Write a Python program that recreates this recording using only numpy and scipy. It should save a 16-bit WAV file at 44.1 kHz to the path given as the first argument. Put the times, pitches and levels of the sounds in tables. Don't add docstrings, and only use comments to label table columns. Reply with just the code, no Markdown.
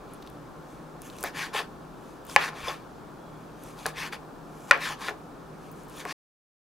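import sys
import numpy as np
from scipy import signal
from scipy.io import wavfile
from scipy.ndimage import uniform_filter1d

SR = 44100
rng = np.random.default_rng(int(sys.argv[2]) if len(sys.argv) > 2 else 0)


def log_audio(samples):
    frames = np.atleast_2d(samples).T
    limited = np.clip(frames, -1, 1)
    pcm = np.round(limited * 32767).astype(np.int16)
    wavfile.write(sys.argv[1], SR, pcm)


def how_loud(loudness_db):
    steps = np.asarray(loudness_db, float) / 20
    return 10 ** steps


N = 297228


def evened(x):
    return x / np.sqrt(np.mean(x ** 2) + 1e-20)


def read(points, hz):
    f, value = np.transpose(points)
    return np.interp(np.log(hz + 1), np.log(f + 1), value)


def play(events, voice):
    track = np.zeros(N)
    for s, *settings in events:
        sound = voice(*settings)
        part = track[round(s * SR):][:len(sound)]
        part += sound[:len(part)]
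    return track


def colour(x, gain_db):
    hz = abs(np.fft.fftfreq(4096, 1 / SR))
    log_gain = np.log(how_loud(np.maximum(gain_db(hz), -100)))
    phase = -signal.hilbert(log_gain).imag
    taps = np.fft.ifft(np.exp(log_gain + 1j * phase)).real[:2048]
    return signal.oaconvolve(x, taps)[:len(x)]


def resonate(x, hz, width):
    turn = np.exp(2j * np.pi * np.cumsum(hz * np.ones(x.shape[-1])) / SR)
    r = np.exp(-np.pi * width / SR)
    return 2 * (turn * signal.lfilter([1 - r], [1, -r], x / turn)).real


def band(x, lo_hz, hi_hz):
    sos = signal.butter(3, [lo_hz, hi_hz], "bandpass", fs=SR, output="sos")
    return evened(signal.sosfilt(sos, x))


def patchy(x, depth_db):
    z = signal.stft(x, nperseg=256, noverlap=192)[2]
    patches = rng.standard_normal(z.shape[::-1]).T
    patches = uniform_filter1d(patches, size=4, axis=0)
    patches = evened(uniform_filter1d(patches, size=22, axis=1))
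    return signal.istft(z * how_loud(depth_db * patches), nperseg=256, noverlap=192)[1][:len(x)]


def arch(s, rise_s, fall_s, power):
    late = np.arange(0, N, 32) / SR - s
    return -25 * abs(late / np.where(late < 0, rise_s, fall_s)) ** power


# (frequency [Hz], level [dB per Hz])
WASH_SPECTRUM = [(28, -33.5), (40, -5.5), (65, -14), (90, -28), (130, -7), (220, -7), (320, -5), (480, -10),
                 (640, -12), (1350, -14.5), (1750, -24.5), (2000, -33), (3500, -32.5), (15500, -45)]
# (frequency [Hz], correlation [-1 to 1])
WASH_LIKENESS = [(60, 0.94), (180, 0.86), (550, 0.49), (1650, 0.4), (4970, 0.67), (15000, 0.67)]
# (frequency [Hz], left minus right [dB])
WASH_LEAN = [(60, 2.5), (240, 0.5), (950, 1), (3770, 0.5), (15000, 1)]
# (frequency [Hz], width [Hz], level [dB])
HUM_LINES = [(59.5, 5.8, -67), (120.4, 9.2, -64), (156.6, 9.1, -54), (198.5, 3.7, -72), (292, 6.7, -62.5)]


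def fridge(wash_db=-45.5):
    frames, hz = N // 512 + 5, np.fft.rfftfreq(2048, 1 / SR)
    a, b, c, d = rng.standard_normal((frames, 1025, 4)).T
    same, left = read(WASH_LIKENESS, hz)[:, None], a + 1j * b
    right = same * left + np.sqrt(1 - same ** 2) * (c + 1j * d)
    lean_db = np.array([.5, -.5])[:, None] * read(WASH_LEAN, hz)
    z = np.array([left, right]) * how_loud(read(WASH_SPECTRUM, hz) + lean_db)[:, :, None]
    wash = how_loud(wash_db) * evened(signal.istft(z, nperseg=2048, noverlap=1536)[1][:, :N])
    air = rng.standard_normal(N) + .5 * rng.standard_normal((2, N))
    hum = 0
    for f, width, db in HUM_LINES:
        hum = hum + how_loud(db) * evened(resonate(resonate(air, f, width), f, width))
    return wash + hum * how_loud([[.8], [-.8]])


REST_HZ = 1100


def pressure():
    rest_db = np.array([-61, -58, -75.5, -80])
    rest = (rest_db[:, None] + 0 * arch(0, 1, 1, 1), REST_HZ)
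    moves = [rest] + cuts() + shudders() + saws()
    power = sum(how_loud(2 * db) for db, hz in moves)
    contact_hz = sum(hz * how_loud(2 * db[0]) for db, hz in moves) / power[0]
    curves = [*np.sqrt(power), contact_hz]
    return [np.interp(np.arange(N), np.arange(0, N, 32), curve) for curve in curves]


# (frequency [Hz], level [dB per Hz])
RUB_SPECTRUM = [(180, -43), (400, 3), (800, -3.5), (1100, 4.5), (1700, -4.5), (2500, -1.5), (3300, -5.5),
                (4700, -4), (6300, -12.5), (8000, -20.5), (11000, -21), (16000, -32.5)]
# (frequency [Hz], width [Hz], level [dB])
RUBBED_MODES = [(829, 100, 0.5), (1066, 43, -2), (1753, 190, 8.5), (2270, 220, -11.5), (3410, 69, -9),
                (3790, 4.8, -14.5), (4500, 11, -13.5), (6140, 110, -19.5)]


def strokes(slips_per_s=4000, spread_db=4, grit_db=3.5, ring_db=6, contact_db=6, contact_width=600):
    *gains, contact_hz = pressure()
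    slips = how_loud(spread_db * np.minimum(rng.exponential(1, N), 3)) * (rng.random(N) < slips_per_s / SR)
    grit = evened(slips * rng.choice([-1, 1], N))
    drive = rng.standard_normal(N) + how_loud(grit_db) * grit
    drive = colour(patchy(drive, depth_db=2.1), lambda hz: read(RUB_SPECTRUM, hz))
    modes = sum(resonate(drive, f, width) * how_loud(0.44 * db) for f, width, db in RUBBED_MODES)
    drive = drive + how_loud(ring_db) * modes
    drive = drive + how_loud(contact_db) * resonate(drive, contact_hz, contact_width)
    edges = [(800, 2800), (350, 800), (2800, 7000), (7000, 16500)]  # board, thrum, rasp, fizz [Hz]
    return sum(gain * band(drive, *edge) for edge, gain in zip(edges, gains))


# (deepest at time [s], rasp level [dB], lean-in [s], let-go [s], fizz re rasp [dB])
FAT_CUTS = [(.11, -62, 0.08, 0.18, -7), (.25, -65, .1, 0.13, -15), (.71, -65, 0.089, 0.17, -1),
            (1.05, -54.5, 0.049, .12, 1.5), (1.14, -60, 0.085, .1, -3), (1.22, -54.5, 0.14, .03, 1),
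            (2.08, -65.5, 0.18, 0.18, 0), (2.31, -48, 0.066, 0.13, 0), (2.346, -54.5, 0.051, 0.023, 4),
            (3.4, -73, 0.15, 0.35, 1), (3.68, -56, .15, 0.13, -0.5), (3.79, -51.5, 0.041, 0.11, -3),
            (3.845, -54, .05, 0.046, -1), (4.64, -62.5, 0.24, 0.092, 3.5), (4.698, -49.5, 0.04, .015, -2),
            (5.67, -63.5, 0.18, 0.16, -2), (5.78, -64.5, 0.076, 0.13, 2), (5.93, -56.5, 0.093, 0.071, -3.5),
            (5.99, -48.5, 0.082, 0.079, -1.5)]


def cuts(board_db=0, thrum_db=-6, roundness=1.6):
    moves = []
    for s, db, rise_s, fall_s, fizz_db in FAT_CUTS:
        mix_db = np.c_[[board_db, thrum_db, 0, fizz_db]]
        moves.append((db + mix_db + arch(s, rise_s, fall_s, roundness), REST_HZ))
    return moves


# (time [s], peak level [dB], centre [Hz], width [share of the centre])
FAT_TICKS = [(0.136, -34.5, 10400, 0.34), (0.145, -43, 10700, 0.52), (0.3005, -42, 10800, 0.55),
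             (1.019, -29, 10900, 0.83), (1.166, -40, 10600, 0.7), (1.2085, -29, 10500, 0.88),
             (1.2291, -21, 8540, 0.46), (1.2386, -17.5, 10500, 0.85), (2.2515, -34.5, 13800, 0.6),
             (2.2673, -34, 10700, 0.79), (3.6368, -36, 11540, 0.25), (3.8633, -15, 7350, 1),
             (3.892, -35, 7840, 0.54), (4.776, -38, 7200, 0.75), (4.808, -37, 8500, .7),
             (5.716, -37, 14300, 0.47), (5.7264, -41, 14500, 0.39), (5.835, -41.5, 9960, 0.6),
             (5.8494, -47, 9920, 0.6), (5.885, -40, 13300, 0.6), (5.8977, -40, 10700, 0.6),
             (5.9663, -39, 11000, 0.8), (6.052, -31.5, 11000, .9)]
# (time [s], peak level [dB], centre [Hz], width [share of the centre])
BLADE_TICKS = [(0.223, -43, 4000, 0.66), (0.2265, -40, 3120, 0.87), (0.265, -45, 3730, 0.6),
               (0.2737, -38, 3860, 0.81), (1.1002, -34, 3560, 0.87), (1.1273, -49, 3610, 0.6),
               (1.1857, -33, 4960, 1), (2.297, -34, 4000, 0.9), (2.6364, -47, 3110, 0.66),
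               (3.7134, -47, 5040, 0.6), (3.7898, -41, 3720, 0.6), (3.8, -42, 3480, 0.78),
               (3.8314, -41, 3560, 0.75), (6.0048, -31, 3040, 0.95)]


def tick(db, hz, share, cycles=55):
    t = np.arange(2000) / SR
    burst = rng.standard_normal(len(t)) * how_loud(-60 * t * hz / cycles)
    width = share * hz
    skirt = resonate(burst, hz, width)
    burst = resonate(skirt, hz, width) + .35 * np.diff(skirt, prepend=0)
    return how_loud(db) * burst / abs(burst).max()


# (time [s], peak level [dB], frequency [Hz], t60 [s])
BLADE_RINGS = [
    (2.683, -25, 3470, 0.041),
    (2.683, -31, 5050, 0.035),
    (2.297, -34.5, 5120, 0.015),
    (0.97, -62, 3400, 0.021),
    (3.8579, -14, 1680, 0.014),
]


def ring(db, hz, t60):
    t = np.arange(4000) / SR
    return how_loud(db - 60 * t / t60) * np.sin(2 * np.pi * hz * t)


# (time [s], peak level [dB], place along the board [0-1], crack level [dB],
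# damping by the hand [factor on ring time])
BOARD_KNOCKS = [(1.2377, -29.5, 0.3, 6, 0.51), (1.539, -34, 0.4, -6, .9), (2.3622, 7.5, .05, -25.5, 0.53),
                (2.366, -22, 0.06, -31, 0.75), (2.3704, -16.5, 0.6, -32.5, 0.51),
                (2.3872, -21.5, 0.4, -26, 0.51), (2.297, -34, .5, -3.5, .3), (2.487, -22, 0.5, -19, .5),
                (2.681, -33, 0.2, -25, 1.2), (3.8575, -17, 0.1, -10.5, 0.44), (3.8648, -25.5, 0.7, 4, 0.54),
                (4.126, -26.5, 0.36, -10, 1.6), (4.7107, 8, 0.95, -18, 0.55),
                (4.7128, -2.5, 0.99, -35, 0.3), (4.721, -13.5, 0.96, -28, 0.66),
                (4.721, -12, 1, -34.5, 0.54), (5.0845, -13, .95, -21, 0.54), (5.107, -40, 0.7, -25, 0.86),
                (6.0525, -24.5, 0.3, -0.5, 0.42)]
# (frequency [Hz], level [dB], t60 [s])
NEAR_MODES = [(550, -12, 0.15), (830, -2, 0.087), (1064, 1.5, 0.038), (1734, -8, 0.12), (1950, -3.5, 0.026),
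              (2262, 6.5, 0.0092), (2820, -20, 0.039), (3837, -31.5, .03), (4320, -46, 0.011)]
# (frequency [Hz], level [dB], t60 [s])
FAR_MODES = [(570, -8.5, 0.13), (1072, -8, 0.06), (1430, 7.5, 0.0347), (1809, -4, 0.067),
             (1910, 1.5, 0.022), (2385, -2.5, 0.043), (2770, -36, 5.0), (3400, -28, 0.035),
             (4362, -28, 0.027), (4581, -34.5, 0.052)]
# (frequency [Hz], level [dB per Hz])
CRACK_SPECTRUM = [(590, -38), (1000, 5.5), (1430, 14.5), (2410, -5), (3380, -9.5), (6780, -28),
                  (16000, -65)]


def knock(db, place, crack_db, damping):
    t = np.arange(8000) / SR

    def ringing(modes):
        total = 0
        for f, level_db, t60 in modes:
            decay_s = np.clip(t60, .005, .1) * damping
            total = total + how_loud(level_db - 60 * t / decay_s) * np.sin(2 * np.pi * f * t)
        return total

    body = -(1 - place) * ringing(NEAR_MODES) - place * ringing(FAR_MODES)
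    patch_hz = 2250 - 450 * place
    body -= 0.78 * how_loud(-60 * t / 0.0054) * np.sin(2 * np.pi * patch_hz * t)
    body = signal.lfilter(np.hanning(11), 1, body)
    body = band(np.diff(body, prepend=0) + 0.15 * body, 480, 12000)
    crack = rng.standard_normal(len(t)) * how_loud(-60 * t / 0.0067)
    crack = colour(crack, lambda hz: read(CRACK_SPECTRUM, hz) + 6 * np.log2(hz / 2000 + 0.062))
    return how_loud(db) * (body / abs(body).max() + how_loud(crack_db) * crack / abs(crack).max())


# (time [s], level [dB], dying time [s], low thrum re level [dB], contact resonance [Hz])
BOARD_SHUDDERS = [(1.245, -39, 0.025, 10, 1610), (1.55, -42.5, 0.097, 11, 1390),
                  (1.599, -37.5, .035, 9, 1200), (2.385, -29.5, 0.2, -6, 1115),
                  (2.684, -41, 0.054, 11, 1181), (3.866, -36.5, .03, 1.5, 947),
                  (4.133, -44.5, 0.061, 4, 1427), (4.73, -26.5, 0.11, -1.5, 1598),
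                  (5.092, -29, .025, -1, 1900), (5.108, -40, .055, 5, 1100), (6.06, -39.5, .02, 8, 1002)]


def shudders(rise_s=.016, rasp_db=-15, fizz_db=-26.5, roundness=1.06):
    moves = []
    for s, db, fall_s, thrum_db, hz in BOARD_SHUDDERS:
        mix_db = np.c_[[0, thrum_db, rasp_db, fizz_db]]
        moves.append((db + mix_db + arch(s, rise_s, fall_s, roundness), hz))
    return moves


# (hardest at time [s], pressure level [dB], lean-in [s], let-go [s], contact resonance [Hz])
BOARD_SAWS = [(1.25, -35.5, 0.018, 0.077, 1692), (1.39, -33.5, .065, 0.079, 1990),
              (1.435, -36, 0.059, 0.078, 1700), (1.542, -34.5, 0.015, 0.13, 1498),
              (1.585, -31.5, 0.069, 0.044, 1258), (2.43, -32, 0.053, 0.081, 1898),
              (2.48, -37.5, 0.065, 0.036, 1700), (2.602, -42.5, 0.097, 0.27, 1440),
              (2.69, -35.5, 0.08, 0.097, 1290), (3.88, -39.5, 0.037, 0.055, 1380),
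              (4.01, -34, 0.079, 0.067, 1850), (4.058, -37, 0.068, .05, 1690),
              (4.133, -36.5, 0.021, 0.046, 1460), (4.85, -32, 0.077, 0.1, 1800),
              (4.905, -36.5, 0.14, 0.075, 947), (5.04, -36.5, 0.072, 0.089, 1150),
              (5.085, -37, 0.064, .04, 1900), (6.005, -43.5, .025, 0.051, 1500),
              (6.11, -37, 0.069, 0.066, 1840)]


def saws():
    mix_db = np.c_[[0.4, -12.5, -4, -12]]
    follow = np.c_[[1.06, 0.55, 1.18, 1.6]]
    roundness = np.c_[[1.8, 2, 2, 2.6]]
    moves = []
    for s, db, rise_s, fall_s, hz in BOARD_SAWS:
        moves.append((db + mix_db + follow * arch(s, rise_s, fall_s, roundness), hz))
    return moves


# (time [s], peak level [dB])
COUNTER_THUMPS = [
    (2.362, -42),
    (2.635, -41),
    (4.711, -45.5),
]


def thump(db):
    return ring(db, hz=70, t60=.15)


# (time [s], level [dB])
WHINE_LEVEL = [
    (3.12, -96),
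    (3.2, -76),
    (3.38, -69),
    (3.45, -88),
]


def whine(hz=3380, width=90):
    s, db = np.transpose(WHINE_LEVEL)
    line = resonate(resonate(rng.standard_normal(N), hz, width), hz, width)
    return how_loud(np.interp(np.arange(N) / SR, s, db)) * evened(line)


# (frequency [Hz], t60 [s])
KITCHEN_DECAY = [(300, 0.41), (1500, 0.2), (8000, 0.23)]


def kitchen(x):
    taps = np.zeros((2, SR // 2))
    slots = np.arange(150, SR // 2 - 20, 20)
    at = slots + rng.integers(0, 20, (2, len(slots)))
    np.put_along_axis(taps, at, rng.choice([-1., 1.], at.shape), 1)
    hz, t, z = signal.stft(taps, SR, nperseg=256)
    decay = how_loud(-60 * t / read(KITCHEN_DECAY, hz)[:, None])
    tail = signal.istft(z * decay, SR, nperseg=256)[1]
    return signal.fftconvolve(x[None], tail / np.linalg.norm(tail[0]), axes=1)[:, :N]


# (frequency [Hz], left minus right [dB])
BOARD_LEAN_DB = [(60, 11), (180, 4.5), (550, 2.5), (1650, 2), (4970, 2.5), (15000, -3)]


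def scene():
    ticks = play(FAT_TICKS, tick) + play(BLADE_TICKS, tick)
    blows = play(BOARD_KNOCKS, knock) + play(COUNTER_THUMPS, thump)
    board = strokes() + ticks + play(BLADE_RINGS, ring) + blows
    pair = np.array([colour(board, lambda hz: side * read(BOARD_LEAN_DB, hz)) for side in (.5, -.5)])
    return pair + how_loud(-13.5) * kitchen(board) + fridge() + whine()


def top_cut(x):
    return signal.sosfilt(signal.butter(12, 17010, fs=SR, output="sos"), x)


def record(dry):
    lowpass = signal.firwin(255, 15900, window=("kaiser", 8), fs=SR)
    dull = signal.oaconvolve(dry, lowpass[None], "same")
    shaved = dull - np.clip(dull, -1, 1)
    shaved = signal.sosfilt(signal.butter(2, 350, "highpass", fs=SR, output="sos"), shaved)
    clipped = np.clip(dull - shaved, -1, 1)
    stop_s, fade_s = 6.127, 0.001
    gate = np.clip((stop_s - np.arange(N) / SR) / fade_s, 0, 1)
    return top_cut(clipped * gate)


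dry = scene()
out = record(dry)
log_audio(out)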